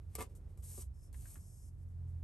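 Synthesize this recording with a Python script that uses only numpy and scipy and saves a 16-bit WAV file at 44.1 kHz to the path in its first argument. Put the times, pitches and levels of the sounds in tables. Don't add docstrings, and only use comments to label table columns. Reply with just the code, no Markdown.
import sys
import numpy as np
from scipy import signal
from scipy.fft import rfft, irfft, next_fast_len
from scipy.io import wavfile
from scipy.ndimage import uniform_filter1d

SR = 44100
rng = np.random.default_rng(int(sys.argv[2]) if len(sys.argv) > 2 else 0)


def put_to_file(sound):
    columns = np.atleast_2d(sound).T
    safe = np.clip(columns, -1, 1)
    whole_steps = np.round(safe * 32767)
    wavfile.write(sys.argv[1], SR, whole_steps.astype(np.int16))


def how_loud(loudness_db):
    steps = np.asarray(loudness_db, float) / 20
    return 10 ** steps


N = 98519

# start_s, length_s, level_db, change_db over the stroke, body_db of the page
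STROKES = [(0.086, 0.064, -88.5, 15.5, 0), (0.178, 0.05, -53.5, -1, -0.5), (.29, 0.036, -81.5, -3, 1.5),
           (0.349, 0.021, -64.5, -2.5, -14.5), (0.485, 0.033, -84, 1.5, -2.5), (0.579, 0.034, -69, -5, -14),
           (0.62, 0.11, -58.5, 6.5, -19), (.622, 0.013, -73.5, -2, -2), (0.732, 0.091, -56.5, 4.5, -18),
           (1.125, 0.083, -65.5, 0.5, -14.5), (1.202, 0.0904, -65.5, 7.5, -13.5),
           (1.294, 0.086, -58.5, -5, -16), (0.812, 0.026, -63, -16, -22)]
# freq_hz, level_db
SKIN_SPECTRUM = [(1500, -62), (3500, -26), (5700, -14), (7000, -9), (8400, -4), (10000, -3), (11500, -2.5),
                 (12900, -19)]
# freq_hz, level_db
PAGE_SPECTRUM = [(200, -13), (450, -4), (1100, -3.5), (1500, -9.5), (2200, -3.5), (3500, -8), (5000, -8.5),
                 (7000, -10)]
# freq_hz, level_db, t60_s
DESK_MODES = [(250, -5, .06), (375, -3, .06), (440, 2, .08), (520, -4, .04), (754, -6, .08), (935, -7, .06),
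              (995, -6, .06), (1163, -2, .08), (1300, -9, .04), (1780, -13, .04), (2110, -8, .05),
              (2600, -13, .03)]


def unit(x):
    return x / np.sqrt(np.mean(x ** 2))


def curve(table):
    hz, value = np.transpose(table)
    return np.interp(np.log(np.fft.rfftfreq(N, 1 / SR) + 1), np.log(hz), value)


def colour(x, spectrum):
    return unit(irfft(rfft(x) * how_loud(curve(spectrum)), N))


def band(centre_hz, width_hz):
    size = next_fast_len(N)
    hz = np.fft.rfftfreq(size, 1 / SR)
    resonance = 1 / (1 + (2 * (hz - centre_hz) / width_hz) ** 2)
    return unit(irfft(rfft(rng.standard_normal(size)) * resonance, size)[:N])


def walk(rate_hz):
    return band(0, rate_hz)


def grit():
    grain_db = 2
    return rng.standard_normal(N) * how_loud(grain_db * rng.exponential(size=N))


def envelope(t, start_s, length_s, level_db, change_db):
    attack_s, release_s = min(0.21 * length_s, 0.025), 0.013
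    rise = np.clip((t - start_s) / attack_s, 0, 1)
    fall = np.exp(-np.maximum(t - start_s - length_s, 0) / release_s)
    progress = np.clip((t - start_s) / length_s, 0, 1)
    return rise * fall * how_loud(level_db + change_db * progress)


def motor(t):
    orders = [(.94, -55.5, 0), (2, -4, 0.95), (3, -37, 0.506), (4, -53, 0.42), (6, -58.5, 0.47)]
    # time_s, level_db
    load = [(0, -91), (.09, -55), (.45, -58.5), (.9, -53), (1.3, -55), (1.56, -58), (1.8, -49), (2.0, -42),
            (2.23, -38.5)]
    shaft_hz, speed_wander, flutter_db, side_db = 43.8, 0.02, 2.0, -20.5
    load_db = np.interp(t, *np.array(load).T)
    phase = 2 * np.pi * np.cumsum(shaft_hz * (1 + speed_wander * walk(3.12))) / SR
    drone = np.zeros(N)
    for multiple, level_db, load_share in orders:
        gain = how_loud(level_db + load_share * load_db + flutter_db * walk(4.7))
        drone += gain * np.sqrt(2) * np.sin(multiple * phase + 0.43 * walk(7))
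    return drone, how_loud(side_db) * np.roll(drone, 90)


def room_tone(t):
    # freq_hz, level_db
    rumble_spectrum = [(20, -21.5), (38, -17.5), (65, -6.5), (103, 0.5), (166, -15), (223, -20.5),
                       (720, -36), (3000, -52.5)]
    # time_s, level_db
    settle = [(.2, -77), (.27, -70.5), (.6, -78), (.75, -75)]
    rumble_db, rumble_side_db, hiss_db, hiss_side_db = -58.5, -4, -88.5, -13.5

    def rumble():
        spectrum = [*rumble_spectrum, (9000, -57.5)]
        return how_loud(rumble_db + 1.4 * walk(2.1)) * colour(rng.standard_normal(N), spectrum)

    def hiss():
        return how_loud(hiss_db + 2.4 * walk(2)) * colour(rng.standard_normal(N), SKIN_SPECTRUM)

    murmur_db = np.interp(t, *np.array(settle).T, left=-120, right=-120)
    murmur = how_loud(murmur_db) * band(413, 240)
    high_pass = signal.butter(2, 110, "high", fs=SR, output="sos")
    rumble_side = how_loud(rumble_side_db) * signal.sosfilt(high_pass, rumble())
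    return rumble() + hiss() + murmur, rumble_side + how_loud(hiss_side_db) * hiss()


def thuds(t):
    floor_thuds = [(0.074, -46.5, 85.2), (0.179, -43, 68), (0.462, -52, 64), (0.601, -48, 64),
                   (.89, -46, 64), (1.169, -46, 66), (1.392, -48.5, 78.7), (1.648, -48.5, 60),
                   (2.158, -48.5, 65)]
    width_s, mode_db = 0.034, -55.5
    out = how_loud(mode_db) * band(64, 27)
    for peak_s, level_db, pitch_hz in floor_thuds:
        swell = np.exp(-((t - peak_s) / width_s) ** 2)
        out += how_loud(level_db) * np.sqrt(2) * swell * np.cos(2 * np.pi * pitch_hz * (t - peak_s))
    return out


def strokes(t):
    # start_s, length_s, level_db, change_db over the glide
    glides = [
        (0.926, 0.103, -81.5, 6.5),
        (1.026, 0.051, -73.5, -1),
        (1.377, 0.31, -66.5, -3),
        (1.774, .06, -85, 3),
        (1.876, .05, -85, -1),
        (2.068, 0.048, -81.5, -2.5),
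    ]
    # freq_hz, level_db
    sheet_spectrum = [(4000, -24), (4700, -14), (5200, -4.5), (6500, -4), (8400, 0.5), (11500, 2.5),
                      (12900, -35)]
    skin_patchy_db, page_patchy_db, sheet_patchy_db, edge_db = 1.07, 1.5, 0.62, -8.5
    skin = sum(envelope(t, *row[:4]) for row in STROKES)
    page = sum(envelope(t, *row[:4]) * how_loud(row[4]) for row in STROKES)
    sheet = sum(envelope(t, *row) for row in glides)
    edge = sum(envelope(t, *row) for row in glides[:2])
    skin = skin * how_loud(skin_patchy_db * walk(65)) * colour(grit(), SKIN_SPECTRUM)
    page = page * how_loud(page_patchy_db * walk(91)) * colour(grit(), PAGE_SPECTRUM)
    sheet = sheet * how_loud(sheet_patchy_db * walk(26)) * colour(grit(), sheet_spectrum)
    edge = edge * how_loud(edge_db) * band(5320, 310)
    return skin + page + sheet + edge


def taps():
    # start_s, knock_db, crack_db, contact_ms
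    contacts = [(0.1523, -55.5, -39, 0.21), (.186, -47, -78, 0.71), (.192, -50, -79, .5),
                (.207, -47.5, -51, 0.12), (.214, -51, -49, 0.51), (.575, -70, -65, 0.67),
                (0.351, -82, -77, .3), (0.778, -58, -61, 1), (0.791, -66, -71, 1), (.82, -92, -57, 0.19),
                (1.128, -96, -60.5, .2), (0.224, -69, -49, 0.16), (1.144, -79, -68, 0.36),
                (1.358, -86, -68, 0.24)]
    crack_t60_s, crack_body_db, mode_scatter_db, mode_scatter = 0.051, -6.5, 2.0, 0.006
    out = np.zeros(N)
    u = np.arange(int(SR / 4)) / SR
    crack = colour(grit(), SKIN_SPECTRUM) + how_loud(crack_body_db) * colour(grit(), PAGE_SPECTRUM)
    for start_s, knock_db, crack_db, contact_ms in contacts:
        ring = np.zeros(len(u))
        for hz, level_db, t60_s in DESK_MODES:
            gain = how_loud(level_db + mode_scatter_db * rng.standard_normal())
            mode_hz = hz * (1 + mode_scatter * rng.standard_normal())
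            x = hz * contact_ms / 400
            drive = x / (1 + x ** 3)
            ring += gain * drive * np.sin(2 * np.pi * mode_hz * u) * how_loud(-60 * u / t60_s)
        onset_rms = np.sqrt(np.mean(ring[:len(u) // 20] ** 2))
        i = int(start_s * SR)
        out[i:i + len(u)] += how_loud(knock_db) * ring / onset_rms
        out[i:i + len(u)] += how_loud(crack_db - 60 * u / crack_t60_s) * crack[i:i + len(u)]
    return out


def press(t):
    # start_s, level_db, centre_hz
    paper_ticks = [
        (1.143, -62, 1800),
        (1.256, -63, 1550),
        (1.356, -59, 1550),
        (1.368, -60, 260),
        (.782, -57, 420),
    ]
    press_db, sink_db, tick_t60_s = -49, -4, 0.05
    start_s, length_s = STROKES[1][:2]
    drag = unit(sum(how_loud(level_db) * band(hz, 6.1 / t60_s) for hz, level_db, t60_s in DESK_MODES))
    out = envelope(t, start_s, length_s, press_db, sink_db) * drag
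    for at_s, level_db, centre_hz in paper_ticks:
        decay_db = -60 * np.maximum(t - at_s, 0) / tick_t60_s
        out += (t > at_s) * how_loud(level_db + decay_db) * band(centre_hz, 0.76 * centre_hz)
    return out


def room_echo(hands):
    t60_s, level_db = 0.12, -6.5
    u = np.arange(SR // 3) / SR
    tail = rng.standard_normal((2, len(u))) * how_loud(-60 * u / t60_s) * (u > 0.004)
    tail = tail / np.sqrt(np.sum(tail[0] ** 2))
    softened = uniform_filter1d(hands, size=4)
    return how_loud(level_db) * signal.fftconvolve(softened[None], tail, axes=1)[:, :N]


def scene():
    pan_db, desk_width_db = -1.1, -9
    t = np.arange(N) / SR
    mid, side = np.add(motor(t), room_tone(t))
    side = side + how_loud(desk_width_db) * press(t)
    around = np.array([mid + side, mid - side]) + thuds(t)
    around = around * how_loud(np.array([[-0.9], [0.9]]))
    hands = strokes(t) + taps() + press(t)
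    direct = hands * how_loud(np.array([[pan_db], [-pan_db]]) / 2)
    return direct + room_echo(hands) + around


def top_cut(x):
    return signal.sosfilt(signal.butter(12, 12710, fs=SR, output="sos"), x)


def record(dry):
    # freq_hz, level_db
    port_level = [(100, -1), (600, 2), (1200, 3), (4400, 4), (7900, 3.5), (10300, 0.5), (12300, 3.5)]
    # freq_hz, phase_rad
    port_phase = [(400, 0), (1500, .4), (5000, .5), (7900, 1.), (9300, -1.3), (10250, -3.14), (11200, -4.9),
                  (11900, -6.2)]
    half = np.exp(0.5j * curve(port_phase)) * how_loud(curve(port_level) / 2)
    turn = half ** np.array([[1], [-1]])
    low_cut = signal.butter(2, 44, "high", fs=SR, output="sos")
    mix = signal.sosfilt(low_cut, irfft(rfft(dry) * turn, N))
    return top_cut(mix)


dry = scene()
out = record(dry)
put_to_file(out)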